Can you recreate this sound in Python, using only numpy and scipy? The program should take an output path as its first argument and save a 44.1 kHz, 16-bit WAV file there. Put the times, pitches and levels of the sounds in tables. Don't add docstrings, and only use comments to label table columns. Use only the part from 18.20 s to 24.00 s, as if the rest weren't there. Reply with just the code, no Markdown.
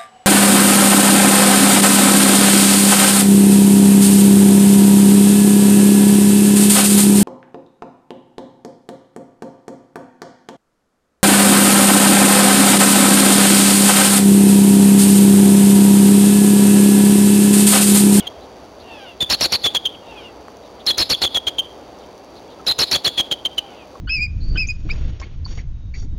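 import sys
import numpy as np
from scipy import signal
from scipy.fft import rfft, irfft, next_fast_len
from scipy.io import wavfile
from scipy.ndimage import uniform_filter1d, map_coordinates

SR = 44100
rng = np.random.default_rng(int(sys.argv[2]) if len(sys.argv) > 2 else 0)


def generate_wav(sig):
    pcm = np.round(np.clip(np.atleast_2d(sig).T, -1, 1) * 32767).astype(np.int16)
    wavfile.write(sys.argv[1], SR, pcm)


N = 255780

# start_s, length_s, fade_s, pitch_hz, level_db, rasp_db
PLAIN_NOTES = [(0.0, .009, .004, 3260, -18, -37), (.067, .013, .005, 3230, -17, -43),
               (1.003, .027, .016, 3550, -10, -28), (1.438, .034, .016, 3470, -6.5, -21.5),
               (1.545, .025, .007, 3390, -7.5, -23), (1.652, .013, .009, 3210, -8, -31),
               (3.144, .032, .008, 3380, -9, -26), (3.267, .02, .009, 3240, -8, -26),
               (3.382, .014, .01, 3190, -8, -31), (4.975, .036, 0, 3320, -9, -24),
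               (5.11, .02, .01, 3230, -9, -25), (5.249, .014, .007, 3160, -8, -30),
               (5.377, .015, 0, 3060, -9, -30)]
# start_s, flipping_s, hold_s, drop_s, fade_s, held_hz, level_db, rasp_db, squeal_db
FORCED_NOTES = [(1.1, .032, .017, 0, 0, 4360, -7, -21.5, -12),
                (1.209, .034, .017, 0, 0, 4360, -6, -21, -12),
                (1.322, .02, .018, 0, 0, 4480, -6.5, -22, -13),
                (2.665, .006, .032, .013, 0, 4260, -6.5, -23.5, -18),
                (2.78, .034, .018, 0, 0, 4310, -6, -21.5, -10),
                (2.899, .02, .017, 0, .014, 4440, -5.5, -21.5, -12),
                (3.018, .005, .016, .017, .022, 4340, -7, -22.5, -17),
                (4.466, .022, .035, 0, 0, 4120, -8.5, -27, -22),
                (4.589, .033, .018, 0, 0, 4290, -5.5, -21, -8),
                (4.713, .019, .019, .014, 0, 4440, -6, -22, -14),
                (4.845, .004, .017, .016, .009, 4330, -6, -22.5, -18)]
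# freq_hz, density_db
RASP_SPECTRUM = [(40, 11.5), (130, 6.5), (500, 10.5), (1200, 2.5), (2500, 3.5), (4000, 15), (5500, -1),
                 (6900, 12), (7800, 1)]
# delay_s, t60_s, level_db
NEAR_ECHOES = [(.004, 0.036, -15), (.06, 0.1, -36.5)]
# freq_hz, t60_s
WOODS_DECAY = [(200, 0.33), (3200, 0.48), (4500, 0.45), (7000, 0.18)]
# freq_hz, gain_db
WOODS_COLOUR = [(300, -37), (2500, 2), (3150, -1), (3550, 4.5), (4300, -6), (4900, 7), (5500, -13.5),
                (7500, 3.5)]
# start_s, length_s, start_hz, end_hz, level_db, tilt_db_per_overtone
WHINE_NOTES = [(0, .085, 750, 640, -35.5, -.5), (.6, .37, 935, 660, -38.5, .5),
               (1.8, .33, 950, 660, -38.5, 0), (5.36, .33, 815, 585, -43, -1.5)]
# freq_hz, gain_db
THROAT_COLOUR = [(600, -10), (860, -2), (1200, -16), (1700, -11), (2200, -11), (2750, 1), (3400, -3),
                 (4200, -16), (5200, -16), (6500, -28)]
# freq_hz, density_db
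VALLEY_SPECTRUM = [(25, -9), (70, -3), (140, -10.5), (280, -3), (520, -1), (800, -4), (1200, -13),
                   (1800, -21), (2700, -21), (3800, -21.5), (5200, -24), (7800, -26)]
# freq_hz, gain_db
BUZZ_COLOUR = [(200, -44), (1500, -15), (4000, -9), (6200, 9.5), (7800, -14.5)]
# start_s, level_db
TWIG_TICKS = [(.121, -35), (2.283, -23.5), (4.451, -31), (5.535, -35)]
# start_s, length_s, pitch_hz, level_db
PEEP_NOTES = [(0.194, 0.073, 3800, -54), (0.592, 0.043, 4040, -48.5), (1.743, 0.016, 3110, -41),
              (2.413, 0.075, 3700, -55), (2.59, 0.038, 3430, -46), (3.787, 0.048, 3840, -57),
              (3.826, 0.028, 3200, -53.5), (4.15, 0.051, 4160, -48.5), (4.283, 0.067, 3650, -52.5),
              (4.392, 0.019, 1310, -43), (5.752, 0.012, 1160, -39.5)]

FADE_DB, FADE_RASP_DB = -8, -22.5


def amp(db):
    return 10 ** (np.asarray(db) / 20)


def unit(x):
    return x / np.sqrt(np.mean(x ** 2) + 1e-20)


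def along(points, hz):
    freq_hz, values = np.transpose(points)
    return np.interp(np.log(hz + 1), np.log(freq_hz + 1), values)


def filtered(x, response):
    size = next_fast_len(N + SR // 2)
    return irfft(rfft(x, size) * response(np.fft.rfftfreq(size, 1 / SR)), size)[:N]


def coloured(x, spectrum):
    return unit(filtered(x, lambda hz: amp(along(spectrum, hz))))


def noise(spectrum):
    return coloured(rng.standard_normal(N), spectrum)


def wobble(rate_hz):
    knots = rng.standard_normal(int(N * rate_hz / SR) + 4)
    return map_coordinates(knots, [np.arange(N) * rate_hz / SR])


def smooth(x, width_s):
    size = max(1, int(width_s * SR))
    return uniform_filter1d(uniform_filter1d(x, size), size)


def phase_of(hz):
    return 2 * np.pi * np.cumsum(hz) / SR


def span(start_s, length_s):
    at = np.arange(max(0, int(start_s * SR)), min(N, int((start_s + length_s) * SR)))
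    return at, np.linspace(-1, 1, len(at))


def held_tone(start_s, length_s, hz, db, rasp_db, sag_per_s=0, arch_s=.018):
    count = max(1, round(length_s / arch_s))
    step_s = length_s / count
    return [(start_s + k * step_s, step_s, hz * (1 - sag_per_s * step_s * (k - (count - 1) / 2)),
             db, rasp_db) for k in range(count)]


def plain_note(start_s, length_s, fade_s, hz, db, rasp_db, catch_s=.0035, catch_db=-17, sag_per_s=1.3):
    catch = (start_s, catch_s, hz * 1.1, db + catch_db, rasp_db + catch_db / 2)
    hold = held_tone(start_s + catch_s, length_s - catch_s, hz, db, rasp_db, sag_per_s)
    end_hz = hz * (1 - sag_per_s * length_s / 2)
    fade = (start_s + length_s, fade_s, end_hz, db + FADE_DB, rasp_db + FADE_RASP_DB)
    return [catch, *hold, fade]


def forced_note(start_s, flipping_s, hold_s, drop_s, fade_s, hz, db, rasp_db, squeal_db,
                onset_s=.0055, flip_s=.014, high_ratio=1.24, low_hz=3416):
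    flips = max(0, round((flipping_s - onset_s) / flip_s))
    squeal_s = onset_s if flips else flipping_s
    squeal_hz = 5270 + 349.1 * flips
    burst_db = rasp_db + 6 + .7 * (squeal_db - db)
    arches = [(start_s, squeal_s, squeal_hz, squeal_db, burst_db)]
    for k, (early, sharp) in enumerate(rng.standard_normal((flips, 2))):
        period_s = (flipping_s - squeal_s) / flips
        at_s = start_s + squeal_s + k * period_s
        middle_s = period_s * np.clip(1 - .32 * flips - .08 * early, .25, .75)
        high_hz = hz * high_ratio * (1 + .03 * sharp)
        arches.append((at_s, middle_s, hz, db, rasp_db))
        arches.append((at_s + middle_s, period_s - middle_s, high_hz, db - 1, rasp_db))
    hold = held_tone(start_s + flipping_s, hold_s, hz, db, rasp_db)
    end_s = start_s + flipping_s + hold_s
    drop = (end_s, drop_s, low_hz, db, rasp_db)
    fade = (end_s + drop_s, fade_s, low_hz, db + FADE_DB, rasp_db + FADE_RASP_DB)
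    return [*arches, *hold, drop, fade]


def note_arches(shortest_s=.003):
    notes = [forced_note(*row) for row in FORCED_NOTES] + [plain_note(*row) for row in PLAIN_NOTES]
    return [arch for note in notes for arch in note if arch[1] > shortest_s]


def piping(shimmer_db=3.5, crown_db=5, octave_db=-19, rasp_gain_db=7, lead_s=.007, lead_db=-16):
    pitch_hz, level, rasp_level, tear = np.zeros((4, N))
    for start_s, length_s, hz, db, rasp_db in note_arches():
        at, u = span(start_s, length_s + .001)
        forced = np.interp(hz, [3500, 4300], [0, 1])
        tear[at] = forced * u ** 6
        if not pitch_hz[at[0] - 1]:
            rasp_level[max(0, at[0] - int(lead_s * SR)):at[0]] = amp(rasp_db + lead_db)
            if forced > .5:
                u, tear[at] = (u + 1) / 2, 1
        bow = .04 + .11 * forced
        pitch_hz[at] = hz * (1 + bow * (.12 - u ** 2))
        level[at] = amp(db + crown_db * forced * (.84 - u ** 2) + .5 * (1.5 - forced) * u)
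        rasp_level[at] = amp(rasp_db)
    voiced = np.flatnonzero(pitch_hz)
    pitch_hz = smooth(np.interp(np.arange(N), voiced, pitch_hz[voiced]), .00046)
    jitter = .08 * tear * wobble(3000) + .012 * wobble(1000)
    phase = phase_of(pitch_hz * (1 + jitter))
    tone = (np.sin(phase) + amp(octave_db) * np.sin(2 * phase)) * amp(shimmer_db * wobble(400))
    rasp = amp(rasp_gain_db + 4 * wobble(300)) * noise(RASP_SPECTRUM)
    return smooth(level, .0019) * tone + smooth(rasp_level, .0012) * rasp


def scattered(x, delay_s, t60_s):
    hz, t, bins = signal.stft(rng.standard_normal(SR // 2), SR, nperseg=256)
    tail = signal.istft(bins * amp(-60 * t / t60_s(hz[:, None])), SR, nperseg=256)[1]
    response = np.pad(tail / np.linalg.norm(tail), (int(delay_s * SR), 0))
    return signal.fftconvolve(x, response)[:N]


def echoes(x, woods_db=-26, woods_delay_s=.017, patchy_db=3.5):
    near = sum(amp(db) * scattered(x, delay_s, lambda hz: t60_s) for delay_s, t60_s, db in NEAR_ECHOES)
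    woods = scattered(x, woods_delay_s, lambda hz: along(WOODS_DECAY, hz))
    woods = filtered(woods, lambda hz: amp(along(WOODS_COLOUR, hz)))
    return near + amp(woods_db + patchy_db * wobble(35)) * woods


def whines(gain_db=-3, husk_db=-5, swell_db=2.5, flutter_db=4, attack_share=.33, release_share=.26):
    out = np.zeros(N)
    waver = 1 + .014 * wobble(140)
    husk = amp(husk_db) * noise(THROAT_COLOUR)
    flutter = {k: amp(flutter_db * wobble(24.72)) for k in range(1, 9)}
    for start_s, length_s, start_hz, end_hz, db, tilt_db in WHINE_NOTES:
        at, u = span(start_s, length_s)
        done = (u + 1) / 2
        slide = np.sin(np.pi / 2 * done ** 1.3) ** 2
        hz = (start_hz + (end_hz - start_hz) * slide) * waver[at]
        envelope = np.minimum(1, np.minimum(done / attack_share, (1 - done) / release_share))
        voice = sum(gain[at] * amp(along(THROAT_COLOUR, k * hz) + tilt_db * k) * np.sin(k * phase_of(hz))
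                    for k, gain in flutter.items())
        out[at] += envelope * amp(gain_db + db + swell_db * u / 2) * (unit(voice) + husk[at])
    return out


def valley(rush_db=-40):
    swell_db = .4 * wobble(2) + .6 * wobble(10)
    return amp(rush_db + swell_db) * noise(VALLEY_SPECTRUM)


def electronics(mains_hz=59.95, buzz_db=-56, hum_db=-56, whistle_db=-57, whistle_hz=4619):
    spikes = np.zeros(N)
    at = (np.arange(.0015, N / SR - .01, 1 / (2 * mains_hz)) * SR).astype(int)
    spikes[at] = amp(3.5 * rng.standard_normal(len(at)))
    buzz = coloured(spikes, BUZZ_COLOUR)
    hum = unit(np.sin(2 * np.pi * mains_hz * np.arange(N) / SR))
    whistle = unit(np.sin(phase_of(whistle_hz + 5 * wobble(45))))
    return amp(buzz_db) * buzz + amp(hum_db) * hum + amp(whistle_db) * whistle


def twigs(t60_s=.009):
    level = np.zeros(N)
    for start_s, db in TWIG_TICKS:
        at, _ = span(start_s, t60_s)
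        level[at] += amp(db - 60 * (at - at[0]) / SR / t60_s)
    return level * noise([(200, 1), (1200, 11), (3000, -23), (7000, -5)])


def peeps(bow=.21, jitter=.092):
    out = np.zeros(N)
    waver = 1 + jitter * wobble(1400)
    for start_s, length_s, hz, db in PEEP_NOTES:
        at, u = span(start_s, length_s)
        pitch_hz = hz * (1 + bow * (.2 - u ** 2)) * waver[at]
        out[at] += amp(db) * unit((1 - u ** 2) * np.sin(phase_of(pitch_hz)))
    return out


def scene():
    calls = piping()
    return (calls + echoes(calls) + whines() + peeps() + twigs() + valley() + electronics())[None]


def upsampled(x, from_hz, to_hz):
    return np.interp(np.arange(N * to_hz // SR) * from_hz / to_hz, np.arange(len(x)), x)


def record(dry, clip_level=.3, hardness=7.4, asymmetry=.1, camera_hz=16000, stream_hz=22050,
           band_hz=(60, 7880), cutoff_hz=15780):
    x = signal.resample_poly(dry[0], camera_hz, SR, window=("kaiser", 2))
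    ceiling = clip_level * (1 + asymmetry * np.sign(x))
    distortion = x / (1 + np.abs(x / ceiling) ** hardness) ** (1 / hardness) - x
    x = x + distortion - uniform_filter1d(distortion, size=120)
    x = signal.sosfilt(signal.butter(2, band_hz, "bandpass", fs=camera_hz, output="sos"), x)
    x = upsampled(upsampled(x, camera_hz, stream_hz), stream_hz, SR)
    return filtered(x, lambda hz: hz < cutoff_hz)[None]


dry = scene()
out = record(dry)
generate_wav(out)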